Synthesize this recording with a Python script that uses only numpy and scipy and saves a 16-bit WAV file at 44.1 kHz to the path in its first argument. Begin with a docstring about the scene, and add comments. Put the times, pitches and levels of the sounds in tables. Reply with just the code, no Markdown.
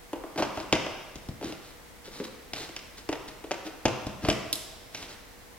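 """A close stereo microphone in a bare, echoing room: hum and hiss (sines, coloured noise) run throughout.
From the start, small batteries knock and clack in a hollow plastic case on a table, and scrape along it.
A first cell snaps home at 0.7 s; dull thumps of the case follow, and cells brush and knock on paper.
Near 4 s two more cells snap in, a coil spring pings, and light ticks and brushes close the scene.
Short bursts ring decaying modes of each part, random catches make the slides, and noise tails the room."""
import sys
import numpy as np
from scipy import signal
from scipy.fft import rfft, irfft, next_fast_len
from scipy.io import wavfile

SR = 44100
rng = np.random.default_rng(int(sys.argv[2]) if len(sys.argv) > 2 else 0)


def store_wav(level_fs):
    """Save 16-bit WAV to argv[1]."""
    pcm = np.round(np.clip(np.atleast_2d(level_fs), -1, 1) * 32767)
    wavfile.write(sys.argv[1], SR, pcm.T.astype(np.int16))


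N = 246417

# modes of the table, the hollow case and its walls: (frequency [Hz], relative strength [dB], t60 [s])
TABLE_MODES = [(53.3, 2.5, 0.016), (147.4, 0.5, 0.024), (218, -0.5, 0.027)]
CASE_MODES = [(218, -6, 0.015), (315.2, -1, 0.069), (441.7, -7, 0.041), (521, -8.5, 0.04)]
WALL_MODES = [(576.4, -0.5, 0.009), (641, -6, 0.065), (770, -7.5, 0.014), (1010, -1.5, 0.0097),
              (1490, 10, 0.00098)]


def from_db(db):
    """Decibels to gain."""
    return 10 ** (np.asarray(db) / 20)


def rms_one(x):
    """Scale to unit rms."""
    return x / np.sqrt(np.mean(x ** 2) + 1e-20)


def at_hz(points, hz):
    """Read a table on a log-frequency axis."""
    points = np.array(points)
    return np.interp(np.log(np.maximum(hz, 1)), np.log(points[:, 0]), points[:, 1])


def add(out, sound, s):
    """Mix a sound in at a time in seconds."""
    start = max(round(s * SR), 0)
    out[start:start + len(sound)] += sound[:max(N - start, 0)]


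def coloured(x, spectrum):
    """Give a signal a smooth spectral shape."""
    size = x.shape[-1]
    gain = from_db(at_hz(spectrum, np.fft.rfftfreq(size, 1 / SR)))
    return irfft(rfft(x) * gain, size)


def stereo_noise(likeness, size):
    """White noise whose two channels are alike by a share that depends on frequency."""
    alike = np.clip(at_hz(likeness, np.fft.rfftfreq(size, 1 / SR)), -.99, .99)
    mid, side = rfft(rng.standard_normal((2, size)))
    shared = np.sqrt((1 + alike) / 2) * mid
    opposed = np.sqrt((1 - alike) / 2) * side * [[1], [-1]]
    return irfft(shared + opposed, size)


def background(hiss_db=-50):
    """Steady room rumble and hiss, shaped from noise, with a faint hum of sines."""
    # hum: (frequency [Hz], rms level [dB])
    hum_tones = [(79, -71.5), (480, -62.5)]
    # rumble and hiss: (frequency [Hz], relative density [dB per Hz])
    hiss_spectrum = [(15, -49), (25, -1), (80, -7.5), (145, -12), (270, -9.5), (301, -12.5), (405, -13),
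                     (476, -16), (560, -13), (818, -14.5), (1370, -19), (1650, -18), (2110, -17),
                     (2550, -22), (16000, -30)]
    # left-right likeness of the hiss: (frequency [Hz], share [-1 to 1])
    hiss_likeness = [(50, 0.61), (200, 0.057), (1400, 0.18), (4000, 0.084), (15000, 0.026)]
    t = np.arange(N) / SR
    hum = 0
    for hz, db in hum_tones:
        hum = hum + np.sqrt(2) * from_db(db) * np.sin(2 * np.pi * (hz * t + rng.random()))
    hiss = rms_one(coloured(stereo_noise(hiss_likeness, N), hiss_spectrum))
    return hum + from_db(hiss_db) * hiss


def ring(force, modes, scatter_db=2.43):
    """A force rings the modes of a part, alternating in sign, each strength scattered by place of contact."""
    out = 0
    for k, (hz, db, t60) in enumerate(modes):
        radius = from_db(-60 / (t60 * SR))
        angle = 2 * np.pi * hz / SR
        resonator = [1, -2 * radius * np.cos(angle), radius * radius]
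        mode = signal.lfilter([1, 0, -1], resonator, force + 1e-18)
        out = out + (-1) ** k * from_db(db + scatter_db * rng.standard_normal()) * mode
    return out


def blow(modes, grind_s, push, low_hz, soft_hz):
    """A push and a burst of micro-impacts ring a part; unit level over the first eightieth of a second."""
    t = np.arange(SR // 10) / SR
    lead, first = SR // 3000, SR // 80
    grinding = rng.standard_normal(len(t)) * np.exp(-t / grind_s)
    burst = np.roll(push * (t == 0) + grinding, lead)
    for _ in range(4):
        # make the burst even across frequency, then confine it in time again
        spectrum = rfft(burst)
        burst = irfft(spectrum / np.abs(spectrum), len(t)) * np.exp(-(t / (7 * grind_s)) ** 2)
    band = signal.butter(2, [low_hz, min(soft_hz, SR / 2 - 1)], "band", fs=SR, output="sos")
    sound = ring(signal.sosfilt(band, burst), modes)
    return sound / np.std(sound[:first])


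def contacts():
    """Every contact is felt by all parts: its kind sets their shares, its hardness tilts them."""
    # modes of the latch, metal can and coil spring: (frequency [Hz], relative strength [dB], t60 [s])
    latch_modes = [(1603, -2.5, 0.015), (1970, 4, 0.0077), (2495, 9, 0.0025), (3460, -7.5, 0.0034),
                   (4500, -8.5, 0.003)]
    can_modes = [(3800, 5, 0.002), (4030, -0.5, 0.0024), (5070, -3, 0.0029), (5860, -4.5, 0.0054),
                 (6240, 0, 0.0018)]
    spring_modes = [(7730, 12.6, 0.0037), (9200, 14, 0.0026), (10700, 15.6, 0.002), (14200, 4.5, 0.0019)]
    # one row each for latch, table, case, wall, can, spring: (grinding decay [s],
    # clean push against one grain of grinding [ratio], lowest radiated [Hz], softness cut-off [Hz])
    couplings = [(0.0046, 0.093, 2500, 6000), (0.0002, 33, 18, 300), (0.00082, 5.1, 265, 720),
                 (0.0004, 1.85, 410, 1400), (0.0037, 1.3, 2550, 7500), (0.00079, 0.79, 5600, 19000)]
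    # tilt of latch, table, case, wall, can, spring: [dB per dB of hardness]
    hardness_slopes = (0.86, -0.67, 0.32, -0.25, 1, 0.28)

    # events below: (time [s], strength before sharing [dB], hardness [dB])
    # a cell is set down on the floor of the hollow case
    knocks = [(0.1311, -31.5, -1), (0.2371, -37, -8), (0.3589, -37.5, 0), (1.4118, -40.5, -1),
              (1.4262, -38, 3), (3.0895, -29.5, 4.5), (3.4403, -40, 2)]
    # a cell is jostled against a side wall
    clacks = [(0.376, -35.5, 4), (0.3855, -36, -4), (0.3938, -34.5, -3), (0.4222, -27, 1.5),
              (0.4304, -36.5, 7), (0.5731, -34, -4), (0.7625, -43, -14), (0.8634, -36.5, 2),
              (2.6904, -48.5, 7), (3.1267, -33.5, 4), (3.5095, -33.5, -0.5), (3.5148, -33, 7.5),
              (4.2487, -33.5, 3.5)]
    # a cell's metal can grazes an edge
    ticks = [(0.6005, -47, 2), (0.7535, -41, -10), (1.5224, -43, -4), (2.5333, -36, -1), (2.5714, -54, -7),
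             (2.7635, -44, 5), (4.9466, -42.5, 3.5), (5.026, -43.5, -2)]
    # a cell snaps home in two blows, one for each end
    snaps = [(0.7254, -25, 4), (0.7326, -33, 1.5), (3.854, -25, -1), (3.8622, -34.5, -6.5),
             (4.2855, -25.5, -5), (4.2995, -34.5, 9)]
    # a dull thump of the case on the table, from a finger or under a heavy knock
    thumps = [(1.1565, -38, 6.5), (1.2866, -35.5, -1.5), (1.4433, -35.5, 4.5), (3.0905, -40, 4.5),
              (4.0674, -30.5, 1), (4.2381, -33.5, -6.5)]
    # the coil spring slips and flicks the seated cell
    pings = [(4.289, -31, -12), (4.5279, -25, 0.5)]

    # shares of each kind: (latch [dB], table [dB], case [dB], wall [dB], can [dB], spring [dB])
    knock_shares = (-14, -21, 1.5, -4, -20, -21)
    clack_shares = (-8, -12, -3.5, 1.5, -12.5, -26)
    tick_shares = (0, -8, -10.5, -4.5, -0.5, -13.5)
    snap_shares = (-1.5, 0, 2, 2, -5, -21.5)
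    thump_shares = (-25, 0.5, -12, -11.5, -14, -23)
    ping_shares = (-36, -65, -16, -25, -2.5, -3)

    parts = (latch_modes, TABLE_MODES, CASE_MODES, WALL_MODES, can_modes, spring_modes)
    kinds = ((knocks, knock_shares), (clacks, clack_shares), (ticks, tick_shares),
             (snaps, snap_shares), (thumps, thump_shares), (pings, ping_shares))
    out = np.zeros(N)
    for events, shares in kinds:
        for s, strength_db, hardness_db in events:
            for modes, share_db, slope, coupling in zip(parts, shares, hardness_slopes, couplings):
                level_db = strength_db + share_db + slope * hardness_db
                add(out, from_db(level_db) * blow(modes, *coupling), s)
    return out


def slides(catches_per_s=1800, wall_db=-10.0):
    """A sliding cell catches on many tiny ridges: bright grit, and a rumble in the case and walls."""
    # a cell is pushed along inside the case: (start [s], length [s], grit level [dB])
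    scrapes = [(0.374, 0.039, -40), (0.537, 0.1, -53.5), (1.417, 0.11, -50), (3.648, 0.04, -48.5),
               (4.216, 0.095, -48.5)]
    # a loose cell brushes lightly over paper or the rim: (start [s], length [s], grit level [dB])
    brushes = [(1.616, 0.11, -57), (2.038, 0.054, -51), (2.112, 0.11, -49), (2.237, 0.022, -41.5),
               (2.538, 0.12, -42.5), (2.971, 0.029, -47.5), (3.277, 0.019, -44.5), (4.926, 0.15, -48.5),
               (5.077, 0.072, -49.5)]
    # colour of the grit: (frequency [Hz], relative density [dB per Hz])
    grit_spectrum = [(700, 0.5), (1500, -1.5), (2500, -2.5), (4000, 4), (6200, -2.5), (8000, -5.5),
                     (12000, -14), (16000, -25)]
    out = np.zeros(N)
    t = np.arange(SR // 3) / SR
    # rumble over grit [dB]: pressure couples the cell to the case
    for strokes, rumble_db in ((scrapes, 9.5), (brushes, -8)):
        for s, length, grit_db in strokes:
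            pressure = np.sqrt(np.abs(np.sin(np.pi * np.minimum(t / length, 1))))
            signs = rng.choice([-1, 1], len(t))
            force = pressure * signs * (rng.random(len(t)) < catches_per_s / SR)
            case = rms_one(ring(force, CASE_MODES))
            wall = rms_one(ring(force, WALL_MODES))
            rumble = case + from_db(wall_db) * wall
            grit = rms_one(coloured(force, grit_spectrum))
            # refer the level to the stroke, not to the whole third of a second
            stroke_gain = np.sqrt(length / t[-1]) * from_db(grit_db)
            add(out, stroke_gain * (from_db(rumble_db) * rumble + grit), s)
    return out


def bumps():
    """The soft heel of the hand stirs only the deepest ring of the table."""
    # the hand bumps the table top: (time [s], level [dB])
    hand_bumps = [(0.573, -45), (1.16, -47), (1.286, -41), (1.459, -46)]
    out = np.zeros(N)
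    for s, db in hand_bumps:
        add(out, from_db(db) * blow(TABLE_MODES, grind_s=0.0016, push=5.6, low_hz=42.5, soft_hz=101), s)
    return out


def fumbles():
    """Paper cushions the knocks of the cell that is being picked up."""
    # a loose cell knocks on the paper-covered desk: (time [s], level [dB])
    desk_knocks = [(2.077, -43.5), (2.201, -32), (2.211, -35), (2.693, -48)]
    # modes of the desk: (frequency [Hz], relative strength [dB], t60 [s])
    desk_modes = [(216, 1.5, 0.052), (325, 1.5, 0.085), (397, 6.5, 0.031), (535, 2.5, 0.057),
                  (850, -5, 0.012), (2600, 6, 0.0015)]
    out = np.zeros(N)
    for s, db in desk_knocks:
        add(out, from_db(db) * blow(desk_modes, grind_s=0.0016, push=4.3, low_hz=110, soft_hz=4000), s)
    return out


def handling():
    """Everything the hands set ringing, freshly drawn at each call."""
    return contacts() + slides() + bumps() + fumbles()


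def near_sound(x, port_lag_s=6e-5):
    """The direct sound and its first echoes reach the left port slightly before the right."""
    # near surfaces: (delay [s], level [dB])
    echoes = [(.0069, -10.5), (0.027, -11.5)]
    # balance of the ports: (frequency [Hz], left over right [dB])
    balance = [(60, 4), (300, 1), (1000, 0.3), (2500, 0.75), (5000, 0), (9000, -5), (15000, 3)]
    near = x.copy()
    for delay_s, db in echoes:
        add(near, from_db(db) * x, delay_s)
    size = next_fast_len(N)
    hz = np.fft.rfftfreq(size, 1 / SR)
    lean = from_db(at_hz(balance, hz) / 2)
    ports = np.array([lean, np.exp(-2j * np.pi * hz * port_lag_s) / lean])
    return irfft(rfft(near, size) * ports, size)[:, :N]


def room_tail(x, build_s=0.004):
    """Diffuse reverberation swells briefly, then dies at a rate of its own in each band."""
    # decay of the room: (frequency [Hz], t60 [s])
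    decay_times = [(80, 1.26), (300, 0.74), (700, 1.28), (2500, 1.1), (5000, 1.12), (10000, 0.53),
                   (16000, 0.65)]
    # tail against the direct sound: (frequency [Hz], level [dB])
    tail_levels = [(60, -15.5), (150, -2), (310, -5.5), (450, -2.5), (650, -5), (1300, 2), (2700, -3.5),
                   (5000, -5.5), (10000, -6), (14000, -5)]
    # left-right likeness of the tail: (frequency [Hz], share [-1 to 1])
    tail_likeness = [(60, 0.77), (300, 0.67), (1400, 0.65), (3100, 0.6), (7000, 0.15), (15000, 0.22)]
    t = np.arange(3 * SR // 2) / SR
    hz = np.fft.rfftfreq(len(t), 1 / SR)
    noise = rfft(stereo_noise(tail_likeness, len(t)))
    edges = np.geomspace(30, 18000, 19)
    response = 0
    for low, high in zip(edges, edges[1:]):
        decay = from_db(-60 * t / at_hz(decay_times, np.sqrt(low * high)))
        envelope = decay * (1 - np.exp(-(t / build_s) ** 2))
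        in_band = (hz >= low) * (hz < high)
        band = irfft(noise * in_band * from_db(at_hz(tail_levels, hz)), len(t))
        response = response + band * envelope / np.linalg.norm(envelope)
    return signal.fftconvolve(x[None], response, axes=1)[:, :N]


def scene():
    """Two independent draws of the handling feed the room, which smooths the tail; the first is heard directly."""
    direct, second = handling(), handling()
    room = (room_tail(direct) + room_tail(second)) / np.sqrt(2)
    return near_sound(direct) + room + background()


def record(dry):
    """The top is cut steeply above 16.2 kHz, filtered forwards and backwards."""
    low_pass = signal.ellip(10, .05, 60, 16200, fs=SR, output="sos")
    return signal.sosfiltfilt(low_pass, dry)


dry = scene()
out = record(dry)
store_wav(out)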